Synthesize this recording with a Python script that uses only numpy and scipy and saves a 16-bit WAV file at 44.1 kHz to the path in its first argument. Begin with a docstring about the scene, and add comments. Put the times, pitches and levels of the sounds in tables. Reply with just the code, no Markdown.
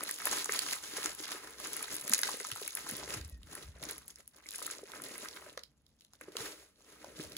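"""A counter in a small quiet room: close under a two-port microphone, two hands open a padded plastic
mailer and slide a boxed toy out. Creases of film buckle as short noise bursts, over a bed of tiny
ticks and rubbing noise; the air pocket of the bag thumps along as resonant noise and decaying sines.
Moving hands send low bumps and rumble through the counter; stiff folds pop, skin squeaks faintly on
film, sparse echoes answer the parcel and a steady hush lies beneath."""
import sys
import numpy as np
from scipy import signal
from scipy.fft import rfft, irfft, next_fast_len
from scipy.io import wavfile
from scipy.ndimage import uniform_filter1d

SR = 44100
rng = np.random.default_rng(int(sys.argv[2]) if len(sys.argv) > 2 else 0)


def volts(x):
    """Linear amplitude factor 10**(x/20) for a level x in dB, scalar or array-like."""
    e = np.asarray(x, float) / 20
    return 10 ** e


def persist_wave(psi):
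    """Save psi, clipped to +-1, as 16-bit WAV."""
    counts = np.round(np.clip(psi, -1, 1) * 32767).astype(np.int16)
    wavfile.write(sys.argv[1], SR, np.atleast_2d(counts).T)


N = 325258  # samples

# pulls and slides of the hands: start_s [s, full effort], hold_s [s], film_db [dB],
# stiff_db [dB, creases above the film], rub_share [0-1, smooth rubbing]
PULLS = [(0.0, 0.013, -39, -3, 0.07), (0.076, 0.073, -46, -35, 0.4), (0.257, 0.015, -37, -7.5, 0.31),
         (0.333, 0.05, -37, -8.5, 0.63), (0.525, 0.056, -39, -8.5, 0.55), (0.669, 0.041, -38, -11, 0.45),
         (0.838, 0.097, -46.5, -8.5, 0.7), (0.97, 0.098, -41, -6, 0.49), (1.21, 0.016, -43, -9, 0.2),
         (1.322, 0.0055, -43.5, -3, 0.68), (1.426, 0.11, -55.5, -1, 0.6), (1.607, 0.23, -44, -7.5, 0.41),
         (1.931, 0.01, -41.5, -6, 0.32), (2.063, 0.12, -40, -6.5, 0.12), (2.261, 0.084, -41.5, -9.5, 0.47),
         (2.412, 0.17, -47, -9.5, 0.3), (2.666, 0.01, -45, -13.5, 0.27), (2.793, 0.21, -46, -7.5, 0.41),
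         (3.005, 0.013, -49.5, -0.5, 0.4), (3.117, 0.0036, -42, -3.5, 0.42),
         (3.521, 0.095, -52.5, -4.5, 0.51), (3.893, 0.004, -47, -4, 0.4), (4.538, 0.19, -48.5, -10, 0.23),
         (4.673, 0.1, -50, -5, 0.24), (4.918, 0.081, -54, -1.5, 0.27), (5.052, 0.23, -51, -5.5, 0.45),
         (5.348, 0.15, -56, -3, 0.31), (6.405, 0.06, -44.5, -5.5, 0.74), (6.576, 0.051, -61, -6, 0.8),
         (6.794, 0.042, -67, -7, 0.33), (6.885, 0.067, -62, -3.5, 0.8), (7.013, 0.39, -61, -1.5, 0.5),
         (7.197, 0.044, -51, -11, 0.44)]
# flicks, the film twitches once under a finger: start_s [s], film_db [dB], stiff_db [dB above the film]
FLICKS = [(3.3, -56.5, -28), (3.777, -68.5, 12), (3.836, -44, -2.5), (4.097, -53, -9),
          (4.194, -54.5, -10.5), (4.372, -59, -0.5), (4.47, -54.5, -7), (6.02, -69, -10), (6.141, -70, -10),
          (6.234, -59, -2.5), (6.3, -61, 2), ]
# the air pocket sounds more by the time the bag is open: time_s [s], level_db [dB above the stiff creases]
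POCKET_OPENING = [(0, -7), (1.2, -9), (1.6, -2.5), (2.5, -7), (3.0, -1), (4.3, -6), (5.0, 0), (6.5, -1),
                  (7.38, 4)]
# spectrum of thin film: frequency_hz [Hz], gain_db [dB]
FILM_SPECTRUM = [(1500, -20.5), (3000, -7.5), (6000, -5), (8000, -1.5), (11300, -3), (12000, -10),
                 (15600, -6), (16200, -44), (17000, -56.5)]
# spectrum of stiff folds and card: frequency_hz [Hz], gain_db [dB]
CREASE_SPECTRUM = [(500, -7.5), (900, 2), (1400, 5.5), (2100, 4.5), (3000, -4), (5000, -44.5)]
# resonances of the air pocket: frequency_hz [Hz], width_hz [Hz], gain_db [dB]
POCKET_MODES = [(310, 81, -2), (441, 150, 1.5), (615, 26, 1)]
# single snaps of the film, loud and faint: start_s [s], level_db [dB], centre_hz [Hz]
FILM_SNAPS = [(0.035, -22, 11100), (0.1105, -21, 9000), (0.195, -36.5, 11200), (0.2542, -15, 10900),
              (0.269, -23, 9960), (0.3127, -20.5, 7300), (0.3317, -24, 6380), (0.4439, -21, 7000),
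              (0.4572, -23.5, 6960), (0.5212, -19.5, 6700), (0.5344, -25, 10500), (0.5621, -26, 6080),
              (0.5906, -16, 4850), (0.6644, -34, 5960), (0.686, -29, 2810), (0.71, -24, 3340),
              (0.7314, -17, 6860), (0.7555, -29.5, 9930), (0.9712, -27, 7100), (1.0294, -26, 2780),
              (1.058, -17, 5970), (1.1488, -30, 11300), (1.3174, -26, 4350), (1.506, -38, 10500),
              (1.5998, -30, 9800), (1.6701, -30, 6650), (1.7315, -21, 9710), (1.7657, -21, 11200),
              (1.8268, -21.5, 9900), (1.945, -29, 9960), (1.952, -25, 11300), (1.965, -26, 10200),
              (2.011, -27.5, 11200), (2.0782, -25.5, 11400), (2.0946, -20, 11100), (2.1231, -23, 7020),
              (2.135, -5, 7460), (2.1454, -15, 6440), (2.1796, -22, 11100), (2.1897, -15.5, 9800),
              (2.215, -22, 11100), (2.2326, -13.5, 4880), (2.2712, -28, 7740), (2.3992, -26.5, 7000),
              (2.448, -27, 5500), (2.4688, -30.5, 10200), (2.4874, -37, 7070), (2.5154, -23.5, 3100),
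              (2.559, -32.5, 10600), (2.615, -33, 10900), (2.6768, -21, 10700), (2.751, -19, 10800),
              (2.7703, -26, 10700), (2.8903, -26, 10700), (2.911, -26, 11100), (2.9662, -27, 11300),
              (3.1393, -23.5, 7210), (3.2114, -36.5, 4040), (3.247, -37.5, 6140), (3.2963, -40, 11540),
              (3.4308, -41.5, 3200), (3.5513, -29, 10000), (3.8377, -29.5, 11300), (3.9098, -25.5, 10600),
              (3.9804, -32.5, 11300), (4.0796, -31, 11400), (4.1577, -35.5, 6610), (4.2763, -37, 11000),
              (4.4875, -28, 4800), (4.5072, -31, 10400), (4.558, -25.5, 10200), (4.582, -30, 11000),
              (4.6249, -26.5, 11200), (4.6642, -20, 10200), (4.7108, -25, 7550), (4.9178, -33.5, 3070),
              (5.019, -32, 11100), (5.037, -30, 10400), (5.0844, -37, 10500), (5.1796, -29.5, 11200),
              (5.2852, -30, 4130), (5.5747, -29.5, 4340), (5.5916, -38, 4560), (5.635, -33.5, 4270),
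              (5.8645, -52.5, 4120), (6.008, -46.5, 3700), (6.0477, -46, 4450), (6.134, -42, 5740),
              (6.2104, -38, 9700), (6.32, -44, 3000), (6.3675, -21.5, 3600), (7.0439, -40.5, 4890),
              (7.3192, -36, 4270), (7.3664, -27, 3080)]
# pops of stiff folds and card: start_s [s], level_db [dB], pitch_hz [Hz]
FOLD_POPS = [(0.028, -48, 1260), (0.092, -28, 1480), (0.202, -36, 1690), (0.22, -30.5, 1510),
             (0.27, -21.5, 1240), (0.333, -30, 1060), (0.458, -33, 1030), (0.493, -22.5, 1790),
             (0.535, -28.5, 2000), (0.546, -30, 1490), (0.664, -33, 1130), (0.687, -30, 2010),
             (0.732, -27.5, 2040), (0.764, -36, 1420), (0.966, -34.5, 1340), (0.982, -33, 1710),
             (1.022, -34, 1290), (1.057, -29, 1360), (1.318, -29.5, 1320), (1.657, -30.5, 1600),
             (1.808, -34.5, 1300), (1.827, -33, 2540), (2.079, -35, 2030), (2.124, -28.5, 1300),
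             (2.136, -29, 2000), (2.19, -32, 1920), (2.232, -20, 1760), (2.272, -29.5, 2000),
             (2.289, -25.5, 910), (2.402, -32, 1840), (2.447, -29.5, 1330), (2.516, -35, 1960),
             (2.559, -36, 1040), (2.678, -34, 2260), (2.772, -30, 2160), (2.783, -36.5, 1150),
             (3.077, -37, 1730), (3.137, -33, 2230), (3.213, -47, 1780), (3.552, -40.5, 1600),
             (4.459, -42, 2080), (4.542, -38.5, 2330), (4.618, -35, 1280), (4.676, -34.5, 1540),
             (4.935, -35.5, 1340), (4.999, -38, 1280), (5.155, -38, 1480), (5.256, -35, 1570),
             (5.369, -36.5, 1690), (5.575, -35, 1250), (6.135, -52, 910), (6.211, -36, 1730),
             (6.354, -40.5, 1620), (6.368, -36.5, 1030), (7.044, -41, 890), (7.196, -37.5, 2000)]
# knocks of the air pocket and the box: start_s [s], level_db [dB], pitch_hz [Hz]
BAG_KNOCKS = [(0.268, -37, 484), (0.359, -44, 310), (0.492, -34, 407), (0.935, -41.5, 310),
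              (0.982, -37.5, 438), (1.052, -36.5, 310), (1.201, -41.5, 315), (1.347, -43, 368),
              (2.104, -38.5, 218), (2.342, -42.5, 430), (2.405, -41, 400), (2.616, -38, 410),
              (2.92, -40.5, 214), (3.075, -43, 453), (4.617, -44, 466), (4.832, -39, 407),
              (5.574, -36.5, 493), (6.21, -47, 507), (6.282, -39, 342), (6.353, -38, 427),
              (7.043, -39.5, 557), (7.198, -36, 294)]
# faint squeaks of skin on film: start_s [s], length_s [s], level_db [dB], start_hz [Hz], end_hz [Hz]
SKIN_SQUEAKS = [(3.285, .12, -70, 1920, 1820), (3.27, .11, -73, 2650, 2500)]
# low bumps through the counter: start_s [s], level_db [dB], pitch_hz [Hz]
COUNTER_BUMPS = [(2.521, -47, 105), (2.929, -47.5, 118), (3.165, -40, 103), (3.203, -37, 65.6),
                 (3.247, -40, 73), (3.323, -38, 57), (3.387, -47, 46.5), (3.437, -48, 68), (3.649, -49, 50),
                 (3.684, -42, 72.4), (3.749, -49, 57.6), (3.821, -46, 135.3), (6.4, -48, 113),
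                 (6.43, -59, 45), (7.19, -43, 151), (7.249, -51, 72.5)]
# weight of the hands on the counter: time_s [s], rumble_db [dB]
HAND_WEIGHT = [(0.0, -88), (1.11, -66.5), (1.27, -76), (2.01, -67), (2.53, -98), (2.81, -67), (3.14, -57.5),
               (3.82, -63), (4.0, -66.5), (4.46, -78), (5.22, -72), (6.92, -77.5), (7.38, -55.5)]
# spectrum of the counter rumble: frequency_hz [Hz], gain_db [dB]
RUMBLE_SPECTRUM = [(20, -23.5), (40, -7), (65, 4), (105, -8), (180, -7.5), (260, -10.5), (400, -29)]
# spectrum of the quiet background: frequency_hz [Hz], gain_db [dB]
HUSH_SPECTRUM = [(24, -18), (40, 11.5), (2390, -17), (2920, -15.5), (6300, -26), (8690, -46.5),
                 (10900, -38.5), (15000, -56.5)]
# likeness of noise at the two ports: frequency_hz [Hz], correlation [0-1]
PORT_LIKENESS = [(60, .85), (350, .97), (900, .75), (1500, .85), (3000, .35), (6000, .4), (8000, .7),
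                 (16000, .7)]
# phase by which the left port leads; in the treble it sets sum against difference:
# frequency_hz [Hz], phase_rad [rad]
PORT_LEAD = [(0, 0), (2000, .5), (3600, 3.1), (5600, 3.6), (6500, 5.7), (16300, -6.87)]
# balance of the ports: frequency_hz [Hz], left_minus_right_db [dB]
PORT_BALANCE = [(1500, 0.5), (4200, -4.5), (8000, 2)]


def read(points, hz):
    """Interpolation: the value of a spectrum table on a log-frequency axis."""
    f, value = np.transpose(points)
    return np.interp(np.log(hz + 1), np.log(f + 1), value)


def curve(points, x):
    """Linear interpolation: the value of a table at times or frequencies x."""
    return np.interp(x, *np.transpose(points))


def evened(x):
    """Power normalisation: scales to rms 1."""
    return x / np.sqrt(np.mean(x ** 2) + 1e-20)


def pair(size, gain):
    """Partial coherence: coloured noise at two ports, correlated differently at each frequency."""
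    hz = np.fft.rfftfreq(size, 1 / SR)
    left, other = rfft(rng.standard_normal((2, size)))
    same = np.clip(read(PORT_LIKENESS, hz), 0, 1)
    right = same * left + np.sqrt(1 - same ** 2) * other
    return evened(irfft(gain(hz) * np.array([left, right]), size))


def burst(gain, rise_s, t60_s):
    """Transient buckling: one crease gives a noise burst of fast onset and exponential decay, peak 1."""
    t = np.arange(2048) / SR
    envelope = (1 - np.exp(-t / rise_s)) ** 2 * volts(-60 * t / t60_s)
    sound = pair(2048, gain) * envelope
    return sound / abs(sound).max()


def patch(hz, centre_hz, octaves):
    """Local resonance: each patch of film favours its own range of pitch, over a broad skirt."""
    return 0.06 + np.exp(-.5 * (np.log2((hz + 1) / centre_hz) / octaves) ** 2)


def film(hz):
    """Broadband radiation: the spectrum of cracking thin film."""
    return volts(read(FILM_SPECTRUM, hz))


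def sliding(hz):
    """Spectral tilt: film that slides is duller than film that cracks."""
    return film(hz) / (1 + (hz / 7000) ** 1.15)


def crease(hz):
    """Bending stiffness: stiff folds and the card of the box sound lower than film."""
    return volts(read(CREASE_SPECTRUM, hz))


def pocket(hz):
    """Cavity resonance: air shut in the bag answers at a few modes."""
    return sum(volts(db) / (1 + (2 * (hz - f) / width_hz) ** 2) for f, width_hz, db in POCKET_MODES)


def move(t, start_s, hold_s, level_db, rise_db_per_s, fall_db_per_s):
    """Exponential growth and decay: the power of one movement rises, holds and falls at steady rates."""
    rise_db = rise_db_per_s * np.maximum(start_s - t, 0)
    fall_db = fall_db_per_s * np.maximum(t - start_s - hold_s, 0)
    return volts(level_db - rise_db - fall_db) ** 2


def effort(t):
    """Power addition: all movements sum to film dB, crease dB and share of rubbing."""
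    moves = [(volts(-82) ** 2, -10.5, .25)]  # the film settles by itself
    for s, hold_s, db, stiff_db, rub_share in PULLS:
        moves.append((move(t, s, abs(hold_s), db, 239.5, 145.5), stiff_db, rub_share))
    for s, db, stiff_db in FLICKS:
        moves.append((move(t, s, 0, db, 379, 267), stiff_db, 0.092))
    thin = sum(power for power, _, _ in moves)
    stiff = sum(power * volts(stiff_db) ** 2 for power, stiff_db, _ in moves)
    rub = sum(power * share for power, _, share in moves) / thin
    return 10 * np.log10(thin), 10 * np.log10(stiff), np.clip(rub, 0, 1)


def crackle(clumps, colour, lo_hz, hi_hz, per_s, spread_db, rise_s, t60_s, count):
    """Random point process: creases give way more often inside clumps, and a few are large."""
    out = np.zeros((2, N))
    for centre_hz in np.geomspace(lo_hz, hi_hz, count):
        grain = burst(lambda hz: colour(hz) * patch(hz, centre_hz, 0.45), rise_s, t60_s)
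        when = rng.random(N)
        size = np.minimum(rng.exponential(1, N), 3.3)
        train = (when < clumps * per_s / count / SR) * volts(spread_db * size)
        out += signal.oaconvolve(train[None], grain, axes=1)[:, :N]
    return evened(out)


def handling():
    """Friction and buckling: ticks and rubbing in film, folds and air pocket follow the hands."""
    t = np.arange(N) / SR
    film_db, crease_db, rub = (np.interp(t, t[::64], c) for c in effort(t[::64]))
    levels_db = [film_db, crease_db, crease_db + curve(POCKET_OPENING, t)]
    # folds give way in random clumps
    clumps = volts(5.7 * evened(uniform_filter1d(rng.standard_normal(N), 700)))
    clumps /= clumps.mean()
    ticks = [crackle(clumps, film, 3000, 12000, 520, 4.6, 0.0007, 0.004, count=32),
             crackle(clumps, crease, 870, 2800, 260, 5.1, 0.00036, 0.0078, count=16),
             crackle(clumps, pocket, 280, 620, 110, 4.4, 0.0019, 0.019, count=4)]
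    size = next_fast_len(N)
    rubs = [pair(size, colour)[:, :N] for colour in (sliding, crease, pocket)]
    # rubbing stutters with the clumps and leaves short gaps
    grip = 0.11 + 1.37 * np.minimum(clumps, 3)
    tick_gain = np.sqrt(1 - rub)
    rub_gain = np.sqrt(rub * grip ** (1 - rub))
    bag = np.zeros((2, N))
    for level_db, tick, rubbing in zip(levels_db, ticks, rubs):
        bag += volts(level_db) * (tick_gain * tick + rub_gain * rubbing)
    return bag


def snaps():
    """Snap-through buckling: film creaks up, cracks around its own pitch and fizzes out."""
    out = np.zeros((2, N + 2048))
    hz = np.fft.rfftfreq(2048, 1 / SR)
    for s, level_db, centre_hz in FILM_SNAPS:
        def colour(hz):
            return film(hz) * (0.21 + patch(hz, centre_hz, 0.42))  # a crack is broad
        creak = volts(-24) * burst(colour, 0.00012, 0.0087)[:, ::-1]  # reversed, it swells into the crack
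        fizz = volts(-18.0) * burst(colour, 0.00044, 0.027)
        crack = burst(colour, 0.0014, 0.0063) + fizz
        # the instant of the break reaches down to the mids
        broad = np.maximum(colour(hz), volts(-11) * (hz > 1200) * (hz < 7500))
        spike = np.roll(irfft(broad), 48) * (np.arange(2048) < 512)
        crack += 1.1 * spike / spike.max()
        at = round(s * SR)
        out[:, at:at + 2048] += volts(level_db) * crack
        before = out[:, :at][:, -2048:]
        before += volts(level_db) * creak[:, -before.shape[1]:]
    return out[:, :N]


def pops():
    """Release of bending stress: each stiff fold or piece of card pops around its own note."""
    out = np.zeros((2, N + 2048))
    for s, level_db, pitch_hz in FOLD_POPS:
        pop = burst(lambda hz: crease(hz) * patch(hz, pitch_hz, 0.49), 0.00087, 0.013)
        out[:, round(s * SR):][:, :2048] += volts(level_db) * pop
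    return out[:, :N]


def rings(table, rise_turns, t60_turns, sag_turns, skew_rad):
    """Damped oscillation: each blow rings briefly, sagging in pitch, a little out of step at the ports."""
    t = np.arange(SR // 4) / SR
    out = np.zeros((2, N + len(t)))
    leads = skew_rad * rng.standard_normal(len(table))
    for (s, level_db, pitch_hz), lead in zip(table, leads):
        turns = pitch_hz * t  # time in cycles of the settled pitch
        bent = turns + sag_turns * (1 - np.exp(-turns))
        ring = np.sin(2 * np.pi * bent + lead * np.array([[1], [-1]]))
        ring *= (1 - np.exp(-turns / rise_turns)) ** 2 * volts(-60 * turns / t60_turns)
        at = round(s * SR)
        out[:, at:at + len(t)] += volts(level_db) * ring / abs(ring).max()
    return out[:, :N]


def knocks():
    """Impulse excitation: the air pocket and the box ring when knocked."""
    return rings(BAG_KNOCKS, rise_turns=0.34, t60_turns=10.7, sag_turns=0.29, skew_rad=0.083)


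def squeaks():
    """Frictional oscillation: a wavering thin tone swells and fades while its pitch slides down."""
    out = np.zeros(N)
    for s, length_s, level_db, start_hz, end_hz in SKIN_SQUEAKS:
        u = np.arange(round(length_s * SR)) / (length_s * SR)
        waver = evened(uniform_filter1d(rng.standard_normal(len(u)), 300))
        hz = (start_hz + (end_hz - start_hz) * u) * (1 + 0.014 * waver)
        tone = np.sin(2 * np.pi * np.cumsum(hz) / SR)
        out[round(s * SR):][:len(u)] += volts(level_db) * np.sin(np.pi * u) * tone
    return out


def bumps():
    """Structure-borne impact: moving hands make the counter ring low for a few cycles."""
    return rings(COUNTER_BUMPS, rise_turns=0.43, t60_turns=7.4, sag_turns=0.24, skew_rad=0.28)


def rumble():
    """Structure-borne noise: low noise in the counter follows the weight of the hands."""
    noise = pair(next_fast_len(N), lambda hz: volts(read(RUMBLE_SPECTRUM, hz) - 60 * (hz > 600)))
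    return volts(curve(HAND_WEIGHT, np.arange(N) / SR)) * noise[:, :N]


def room(x):
    """Reverberation: counter and walls return sparse decaying taps of random sign, other ones at each port."""
    t60_s, taps_per_s = .16, 2000
    t = np.arange(SR // 2) / SR
    taps = np.sign(rng.standard_normal((2, len(t)))) * (rng.random((2, len(t))) < taps_per_s / SR)
    taps *= volts(-60 * t / t60_s) * (t > .002)
    dull = signal.lfilter([.6], [1, -.4], taps)  # walls swallow treble
    # long waves reach both ports alike
    dull[1] = dull[0] + signal.lfilter([1, -1], [1, -.94], dull[1] - dull[0])
    return signal.oaconvolve(x, dull / np.linalg.norm(dull[0]), axes=1)[:, :N]


def hush():
    """Stationary noise: the quiet air is a steady coloured noise."""
    noise = pair(next_fast_len(N), lambda hz: volts(read(HUSH_SPECTRUM, hz)))
    return volts(-77.5) * noise[:, :N]


def scene():
    """Superposition: the parcel with its rumble, their echoes, the bumps and the quiet air add up."""
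    parcel = handling() + snaps() + pops() + squeaks() + knocks() + rumble()
    return parcel + volts(-12) * room(parcel) + bumps() + hush()


def band_limit(x):
    """A steep low-pass at the top of the band."""
    return signal.sosfilt(signal.butter(12, 16980, fs=SR, output="sos"), x)


def record(dry):
    """Phase difference: spaced ports shift left against right; the treble feeds sum and difference by turns."""
    size = next_fast_len(N + 2048)
    hz = np.fft.rfftfreq(size, 1 / SR)
    half = .5 * curve(PORT_LEAD, hz)
    left, right = rfft(dry, size)
    spaced = np.array([left * np.exp(1j * half), right * np.exp(-1j * half)])
    # the exponent slightly favours the stronger of sum and difference
    c, s = (turn * abs(turn) ** 0.022 for turn in (np.cos(half), np.sin(half)))
    mid = left * c / np.hypot(c, s)
    side = 1j * right * s / np.hypot(c, s)
    treble = np.clip((hz - 6000) / 1500, 0, 1)
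    ports = (1 - treble) * spaced + treble * np.array([mid + side, mid - side])
    ports *= volts(read(PORT_BALANCE, hz) * np.array([[.5], [-.5]]))
    ports *= hz ** 2 / (hz ** 2 + 35 ** 2)  # the microphone drops the deepest bass
    mix = irfft(ports, size)[:, :N]
    return band_limit(mix)


dry = scene()
out = record(dry)
persist_wave(out)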